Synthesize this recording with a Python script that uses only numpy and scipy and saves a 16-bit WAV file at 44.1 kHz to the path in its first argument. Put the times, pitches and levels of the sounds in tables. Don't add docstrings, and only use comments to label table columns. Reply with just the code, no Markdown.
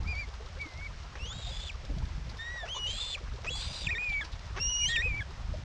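import sys
import numpy as np
from scipy import signal
from scipy.fft import rfft, irfft, next_fast_len
from scipy.io import wavfile
from scipy.ndimage import uniform_filter1d

SR = 44100
rng = np.random.default_rng(int(sys.argv[2]) if len(sys.argv) > 2 else 0)


def transcribe(u):
    v = np.clip(np.atleast_2d(u).T, -1, 1)
    q = np.round(v * 32767).astype(np.int16)
    wavfile.write(sys.argv[1], SR, q)


N = 248724
TIME = np.arange(N) / SR

# t/s, f/Hz, level/dB
WHISTLE_CURVES = [
    [(.055, 2180, -50), (.085, 2425, -41), (.12, 2427, -37.5), (.149, 2210, -45), (.2, 2390, -35),
     (.225, 2294, -42.5), (.25, 2055, -51)],
    [(.593, 2234, -46), (.618, 2297, -36.5), (.67, 2110, -52.5), (.74, 2037, -56.5), (.81, 2220, -49.5),
     (.866, 2280, -41.5), (.881, 1980, -57)],
    [(2.388, 2240, -43), (2.45, 2340, -42), (2.53, 2428, -41), (2.575, 2400, -42), (2.655, 2087, -47)],
    [(3.882, 2200, -40), (3.915, 2520, -30.5), (3.951, 2220, -38), (3.984, 2420, -36), (4.04, 2510, -34.5),
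     (4.125, 2314, -34.5), (4.17, 2267, -32.5), (4.212, 2230, -36.5), (4.236, 1987, -42.5)],
    [(4.805, 2330, -54), (4.835, 2420, -39.5), (4.86, 2130, -45)],
    [(4.888, 2288, -33), (4.955, 2386, -33), (4.982, 2230, -31.5), (5.026, 2460, -34.5), (5.06, 2567, -32),
     (5.105, 2380, -37), (5.147, 2266, -38.5), (5.18, 2363, -38), (5.226, 2030, -39)],
]
PURE_OCTAVES = [-13.5, -22, -30, -31, -31, -30]
# start/s, end/s
REEDY_SPELLS = [(2.37, 2.67), (3.87, 3.906), (3.951, 3.982), (4.211, 4.25), (4.87, 5.021), (5.206, 5.24)]
# f/Hz, level/dB against the main tone
REEDY_THROAT = [(3150, -14), (3550, -2.5), (3700, -6), (3900, -17.5)]
def whistles(husk=0.094, reedy_ratio=.8, reedy_db=-0.5):
    out = np.zeros(N)
    for rows, pure_db in zip(WHISTLE_CURVES, PURE_OCTAVES):
        t, gate, (pure_hz, db) = contour(rows, attack=.014)
        reedy = uniform_filter1d(sum(1. * ((t > a) & (t < b)) for a, b in REEDY_SPELLS), size=160)
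        hz = pure_hz * reedy_ratio ** reedy
        octave_db = (1 - reedy) * pure_db + reedy * read(REEDY_THROAT, 2 * hz)
        upper_db = -2 + 0.17 * octave_db
        tone, _ = voice_box(t, hz, octave_db, jitter=.005, upper_db=upper_db, slope_db=2.5)
        level = gate * amp(db + reedy_db * reedy + 1.16 * wander(t, 42))
        add(out, t[0], np.sqrt(2) * level * tone * (1 + husk * wander(t, 500)))
    return out


# t/s, f/Hz, level/dB
SCREAM_CURVES = [
    [(1.19, 2483, -53), (1.202, 2646, -47.5), (1.254, 2900, -46), (1.272, 3202, -47), (1.32, 3530, -44),
     (1.332, 3730, -51), (1.414, 3874, -54.5), (1.44, 3640, -50), (1.498, 3750, -50), (1.52, 3410, -49.5),
     (1.656, 3584, -47.5), (1.69, 3370, -47)],
    [(2.675, 2634, -44), (2.683, 2620, -46), (2.693, 2946, -40), (2.735, 3290, -36), (2.751, 2980, -44),
     (2.867, 2880, -33.5), (2.875, 3073, -39), (2.965, 3282, -44.5), (3.015, 3560, -40), (3.047, 3511, -41),
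     (3.055, 3600, -43), (3.142, 3470, -39.5)],
    [(3.465, 2400, -46), (3.481, 2540, -34), (3.493, 2708, -33.5), (3.501, 3225, -47), (3.509, 3347, -39.5),
     (3.547, 3400, -39.5), (3.597, 3360, -48), (3.639, 3730, -49), (3.705, 3605, -51.5),
     (3.733, 3920, -48.5), (3.833, 3730, -49.5), (3.863, 3440, -44.5)],
    [(4.597, 2654, -38), (4.613, 2786, -40.5), (4.673, 2826, -41), (4.703, 2950, -36.5),
     (4.745, 2840, -37.5), (4.765, 2897, -34.5), (4.851, 2860, -31.5), (4.863, 2956, -29),
     (4.877, 3210, -36), (4.893, 3220, -37), (4.911, 3450, -41), (4.955, 3240, -37)],
]
# start of rasp/s, roughness/0-1, octave before the rasp/dB, yelp/dB
SCREAM_STRAIN = [(1.335, 0.39, -14, -38), (2.855, 0.3, -15.5, -35), (3.55, 0.65, -16, -28.5),
                 (4.858, 0.14, 3.5, -27.5)]
# f/Hz, level/dB
RASP_SPECTRUM = [(600, -28), (1800, -5.5), (2800, 3.5), (3700, -10), (4800, 4.5), (5500, -10), (6400, -5.5),
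                 (7500, -3.5), (8300, -26.5), (9200, -18), (10200, -27), (11000, -42), (12000, -27)]
def screams(break_s=0.058, bloom_s=0.026, plunge_s=0.019, yelp_hz=2544, end_hz=2230, waver_hz=28):
    out, hiss, main_phase = np.zeros((3, N))
    for rows, (rasp_start, roughness, clean_db, yelp_db) in zip(SCREAM_CURVES, SCREAM_STRAIN):
        end = rows[-1][0]
        plunge = [(end + plunge_s / 2, yelp_hz, yelp_db), (end + plunge_s, end_hz, yelp_db - 8)]
        t, gate, (hz, db) = contour(list(rows) + plunge)
        broken = np.clip((t - rasp_start) / break_s, 0, 1)
        before_yelp = np.clip((end - t) / plunge_s + .5, 0, 1)
        rough = np.clip(0.048 + roughness * broken * before_yelp, 0, 1)
        octave_db = (1 - broken) * clean_db - 21 * broken
        octave_db -= np.maximum(db + 37, -5)
        octave_db -= 14 * np.clip(1 - (t - t[0]) / bloom_s, 0, 1)
        hz = hz * (1 + .004 * wander(t, waver_hz))
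        jitter = .002 + .028 * rough
        tone, phase = voice_box(t, hz, octave_db, jitter, upper_db=-7.5 + 13 * rough, slope_db=-3)
        chaos = np.tanh(1.25 * rough)
        flutter = np.sqrt(1 - chaos ** 2) + chaos * wander(t, 430)
        level = gate * amp(db + 6.5 * rough + wander(t, waver_hz))
        add(out, t[0], np.sqrt(2) * level * tone * flutter)
        add(hiss, t[0], level * rough * (1 + abs(flutter)) / 2)
        add(main_phase, t[0], phase)
    out += second_voice(main_phase)
    return out + amp(-2 + 1.9 * wander(TIME, 250)) * hiss * noise(RASP_SPECTRUM)


# f/Hz, level/dB
OVERTONE_SPECTRUM = [(5000, -22), (5700, -8.5), (6600, -21), (7400, -19), (8500, -30.5), (10000, -43),
                     (11600, -58), (14000, -71.5)]
def voice_box(t, hz, octave_db, jitter, upper_db, slope_db):
    phase = phase_of(hz * (1 + jitter * wander(t, 110)))
    upper = 0
    for k in range(3, 6):
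        db = read(OVERTONE_SPECTRUM, k * hz) + slope_db * (k - 5.5) + 2 * wander(t, 40)
        upper += amp(db) * np.cos(k * phase)
    octave = amp(octave_db + wander(t, 49)) * np.cos(2 * phase)
    return np.cos(phase) + octave + amp(upper_db) * upper, phase


# start/s, end/s, starting f/Hz, turning f/Hz, level/dB
SECOND_VOICE_NOTES = [(1.266, 1.504, 2860, 3310, -57.5), (1.499, 1.688, 3860, 4210, -60),
                      (1.463, 1.61, 4710, 4980, -58), (2.741, 2.79, 3350, 3560, -48.5),
                      (2.868, 3.156, 3780, 4196, -48.5), (3.5, 3.673, 3810, 4180, -50.5),
                      (3.553, 3.837, 4580, 4810, -48), (4.876, 4.923, 4100, 4060, -45)]
def second_voice(main_phase, jitter=0.013, turn_share=0.7):
    out = np.zeros(N)
    for start, end, start_hz, turn_hz, db in SECOND_VOICE_NOTES:
        t, gate, (progress,) = contour([(start, 0), (end, 1)])
        hz = turn_hz + (start_hz - turn_hz) * (1 - progress / turn_share) ** 2
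        main = np.interp(t, TIME, main_phase)
        own = phase_of(hz * (1 + jitter * wander(t, 110)))
        side_tones = amp(-10) * (np.cos(2 * own - main) + np.cos(2 * main - own))
        main_hz = np.clip(np.gradient(main) * SR / (2 * np.pi), 0, hz * 2)
        sum_gain = amp(14 + read(OVERTONE_SPECTRUM, hz + main_hz))
        sum_tones = sum_gain * (np.cos(own + main) + 0.4 * np.cos(2 * own))
        flutter = 1 + .45 * wander(t, 260)
        add(out, t[0], np.sqrt(2) * gate * amp(db) * flutter * (np.cos(own) + side_tones + sum_tones))
    return out


# t/s, length/s, level/dB, starting f/Hz, ending f/Hz
CROAKS_AND_SQUEAK = [(1.150, 0.041, -49, 292, 714), (2.647, 0.058, -48, 330, 757),
                     (3.165, 0.033, -50, 652, 1660), (3.439, .041, -42, 328, 760),
                     (4.229, .032, -49, 301.6, 328), (4.559, 0.043, -40, 338.7, 453)]
# f/Hz, level/dB
THROAT_SPECTRUM = [(300, 2.5), (550, 2), (800, -1), (1100, 5), (1500, -5), (2100, 2), (3300, -7.5),
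                   (4300, -13.5), (5800, -6.5), (9000, -38)]
def croaks_and_squeak(jitter=0.029):
    out = np.zeros(N)
    for s, length, db, start_hz, end_hz in CROAKS_AND_SQUEAK:
        t = np.arange(0, length, 1 / SR)
        hz = np.linspace(start_hz, end_hz, len(t)) * (1 + jitter * wander(t, 250))
        phase = phase_of(hz)
        pulses = sum(amp(read(THROAT_SPECTRUM, k * hz)) * np.cos(k * phase + rng.uniform(0, np.pi))
                     for k in range(1, 18))
        uneven = unit_level(pulses * (1 + 0.54 * wander(t, 630)))
        add(out, s, amp(db) * uneven * signal.windows.tukey(len(t), .4))
    return out


# t/s, relative level/dB, f/Hz
THROAT_CLACKS = [(1.154, -34, 1460), (4.554, -39.5, 1255), (4.582, -28.5, 1620)]
def clacks():
    return hits(THROAT_CLACKS, rise_s=0.00049, ring_s=0.016, scatter_hz=450, gain_db=-1)


# t/s, relative level/dB, f/Hz
TWIG_SNAPS = [(1.257, -43, 2980), (2.293, -41, 4310), (4.0905, -40, 4360), (4.122, -38.5, 3210),
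              (4.243, -39, 4720), (4.324, -43, 3870)]
def twigs():
    return hits(TWIG_SNAPS, rise_s=.0015, ring_s=0.089, scatter_hz=900, gain_db=1.5)


# t/s, half width/s, extra rumble/dB, extra buffeting/dB
WIND_GUSTS = [(.08, 0.19, 7.5, 9.5), (1.45, 0.36, 4, 4), (1.948, 0.11, 12, 16.5), (2.25, 0.1, 6, 13.5),
              (3.521, 0.3, 4, 5), (3.89, .06, 10, 10.5), (4.4, 0.14, 3, 6), (5.08, 0.22, 5.5, 7),
              (5.599, 0.22, 4.5, 10)]
# f/Hz, level/dB
RUMBLE_SPECTRUM = [(10, -23), (25, -1.5), (55, 3), (75, 0.5), (110, -10.5), (160, -23), (300, -76.5)]
BUFFET_SPECTRUM = [(50, -23.5), (100, -2), (160, -4), (220, -15), (320, -20.5), (600, -39.5), (1500, -61.5)]
def wind(rumble_db=-39.5, buffet_db=-50):
    rumble_gust, buffet_gust = sum(np.outer(db, np.exp(-((TIME - s) / width) ** 2))
                                   for s, width, *db in WIND_GUSTS)
    eddies = amp(4 * np.tanh(wander(TIME, 16)))
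    rumble = unit_level(amp(rumble_gust) * eddies * noise(RUMBLE_SPECTRUM))
    lumps_db = 6 * np.tanh(wander(TIME, 40))
    lumps = unit_level(amp(buffet_gust + lumps_db) * eddies * noise(BUFFET_SPECTRUM))
    return amp(rumble_db) * rumble + amp(buffet_db) * lumps


# t/s, peak level/dB, f/Hz
GURGLES_AND_THUMP = [(.398, -44.5, 428), (.655, -43.5, 316), (1.312, -44.5, 1410), (1.468, -43.5, 778),
                     (1.895, -37.5, 274), (2.626, -35, 630), (2.747, -35.5, 952), (3.5, -40.5, 494),
                     (3.551, -42, 800), (5.056, -40, 480), (5.535, -35.5, 596)]
# f/Hz, level/dB
WASH_SPECTRUM = [(200, -15), (400, -6), (620, -4), (1000, 5), (1600, -3.5), (3000, -38), (8000, -35)]
def shore(bubble_count=330, wash_db=-60):
    lapping = amp(2 * wander(TIME, 5) + 3 * wander(TIME, 30))
    out = amp(wash_db) * unit_level(lapping * noise(WASH_SPECTRUM))
    for when, pitch, strength in rng.random((bubble_count, 3)):
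        add(out, when * N / SR, amp(-56 + 9 * strength ** 2) * bubble(380 * 4.5 ** pitch, ring_s=.055))
    for s, db, hz in GURGLES_AND_THUMP:
        add(out, s, amp(db) * bubble(hz, ring_s=0.073))
    return out


def bubble(hz, ring_s, climb_per_s=4.35):
    t = np.arange(SR // 10) / SR
    phase = phase_of(hz * (1 + climb_per_s * (t - .01) + 0.078 * wander(t, 150)))
    swell = 1 - np.exp(-t / 0.012)
    ring = np.sin(phase) * (1 + 0.46 * wander(t, 49)) * swell * fade(t, ring_s)
    return ring / abs(ring).max()


def nest_lining(level_db=-64, clicks_per_s=70):
    clicks = rng.standard_normal(N) * (rng.random(N) < clicks_per_s / SR)
    bursts = signal.lfilter([1], [1, -np.exp(-1 / (.004 * SR))], clicks)
    hiss = noise([(1500, -36.0), (3500, -0.5), (5500, -3.0), (9000, -29.5)])
    return amp(level_db) * unit_level(uniform_filter1d(bursts, size=60) * hiss)


# f/Hz, level/dB
FAR_SPECTRUM = [(100, 6), (300, -1), (600, 5.5), (1000, 2.5), (2000, 3.5), (4000, -1), (5500, -2),
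                (7000, -9.5), (8500, -19.5), (10000, -35.5), (11500, -88), (12500, -43.5)]
def far_hiss(level_db=-53.5):
    return amp(level_db + .5 * wander(TIME, 16)) * noise(FAR_SPECTRUM)


def branch_echo(sound, ring_s=0.16, echo_db=-27):
    t = np.arange(SR // 2) / SR
    tail = rng.standard_normal(len(t)) * fade(t, ring_s) * (t > .004)
    return amp(echo_db) * signal.fftconvolve(sound, tail / np.linalg.norm(tail))[:N]


def hits(rows, rise_s, ring_s, scatter_hz, gain_db):
    out, t = np.zeros(N), np.arange(SR // 8) / SR
    for s, db, hz in rows:
        cluster = wander(t, scatter_hz) + 1j * wander(t, scatter_hz)
        tones = (cluster * np.exp(2j * np.pi * hz * t)).real
        ring = tones * (1 - np.exp(-t / rise_s)) * fade(t, ring_s)
        add(out, s, amp(db + gain_db) * ring / abs(ring).max())
    return out


def contour(rows, attack=0.0099, release=0.0037):
    s, *columns = np.transpose(rows)
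    t = np.arange(s[0] - attack / 3, s[-1] + release / 2, 1 / SR)
    ramp = np.clip(np.minimum((t - t[0]) / attack, (t[-1] - t) / release), 0, 1)
    gate = np.sin(np.pi / 2 * ramp) ** 2
    return t, gate, [uniform_filter1d(np.interp(t, s, c), size=80) for c in columns]


def wander(t, hz):
    size = next_fast_len(max(len(t), SR // 10))
    shape = 1 / (1 + (np.fft.rfftfreq(size, 1 / SR) / hz) ** 2)
    return unit_level(irfft(rfft(rng.standard_normal(size)) * shape, size))[:len(t)]


def noise(spectrum):
    gains = amp(read(spectrum, np.fft.rfftfreq(N, 1 / SR)))
    return unit_level(irfft(rfft(rng.standard_normal(N)) * gains, N))


def read(spectrum, hz):
    f, db = np.transpose(spectrum)
    return np.interp(np.log(hz + 1), np.log(f + 1), db)


def phase_of(hz):
    return 2 * np.pi * np.cumsum(hz) / SR


def fade(t, ring_s):
    return np.exp(-np.log(1000) * t / ring_s)


def amp(db):
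    return 10 ** (np.asarray(db) / 20)


def unit_level(x):
    return x / np.sqrt(np.mean(abs(x) ** 2) + 1e-20)


def add(mix, s, sound):
    part = mix[max(round(s * SR), 0):][:len(sound)]
    part += sound[:len(part)]


def scene():
    birds = whistles() + screams() + croaks_and_squeak() + clacks()
    return (birds + twigs() + branch_echo(birds) + wind() + shore() + nest_lining() + far_hiss())[None]


def record(dry, cutoff_hz=11900, fade_s=.004):
    ends = np.minimum(np.minimum(TIME, TIME[::-1]) / fade_s, 1)
    low_pass = signal.firwin(511, cutoff_hz, window=("kaiser", 9), fs=SR)
    return signal.oaconvolve(dry * ends, low_pass[None], "same")


dry = scene()
out = record(dry)
transcribe(out)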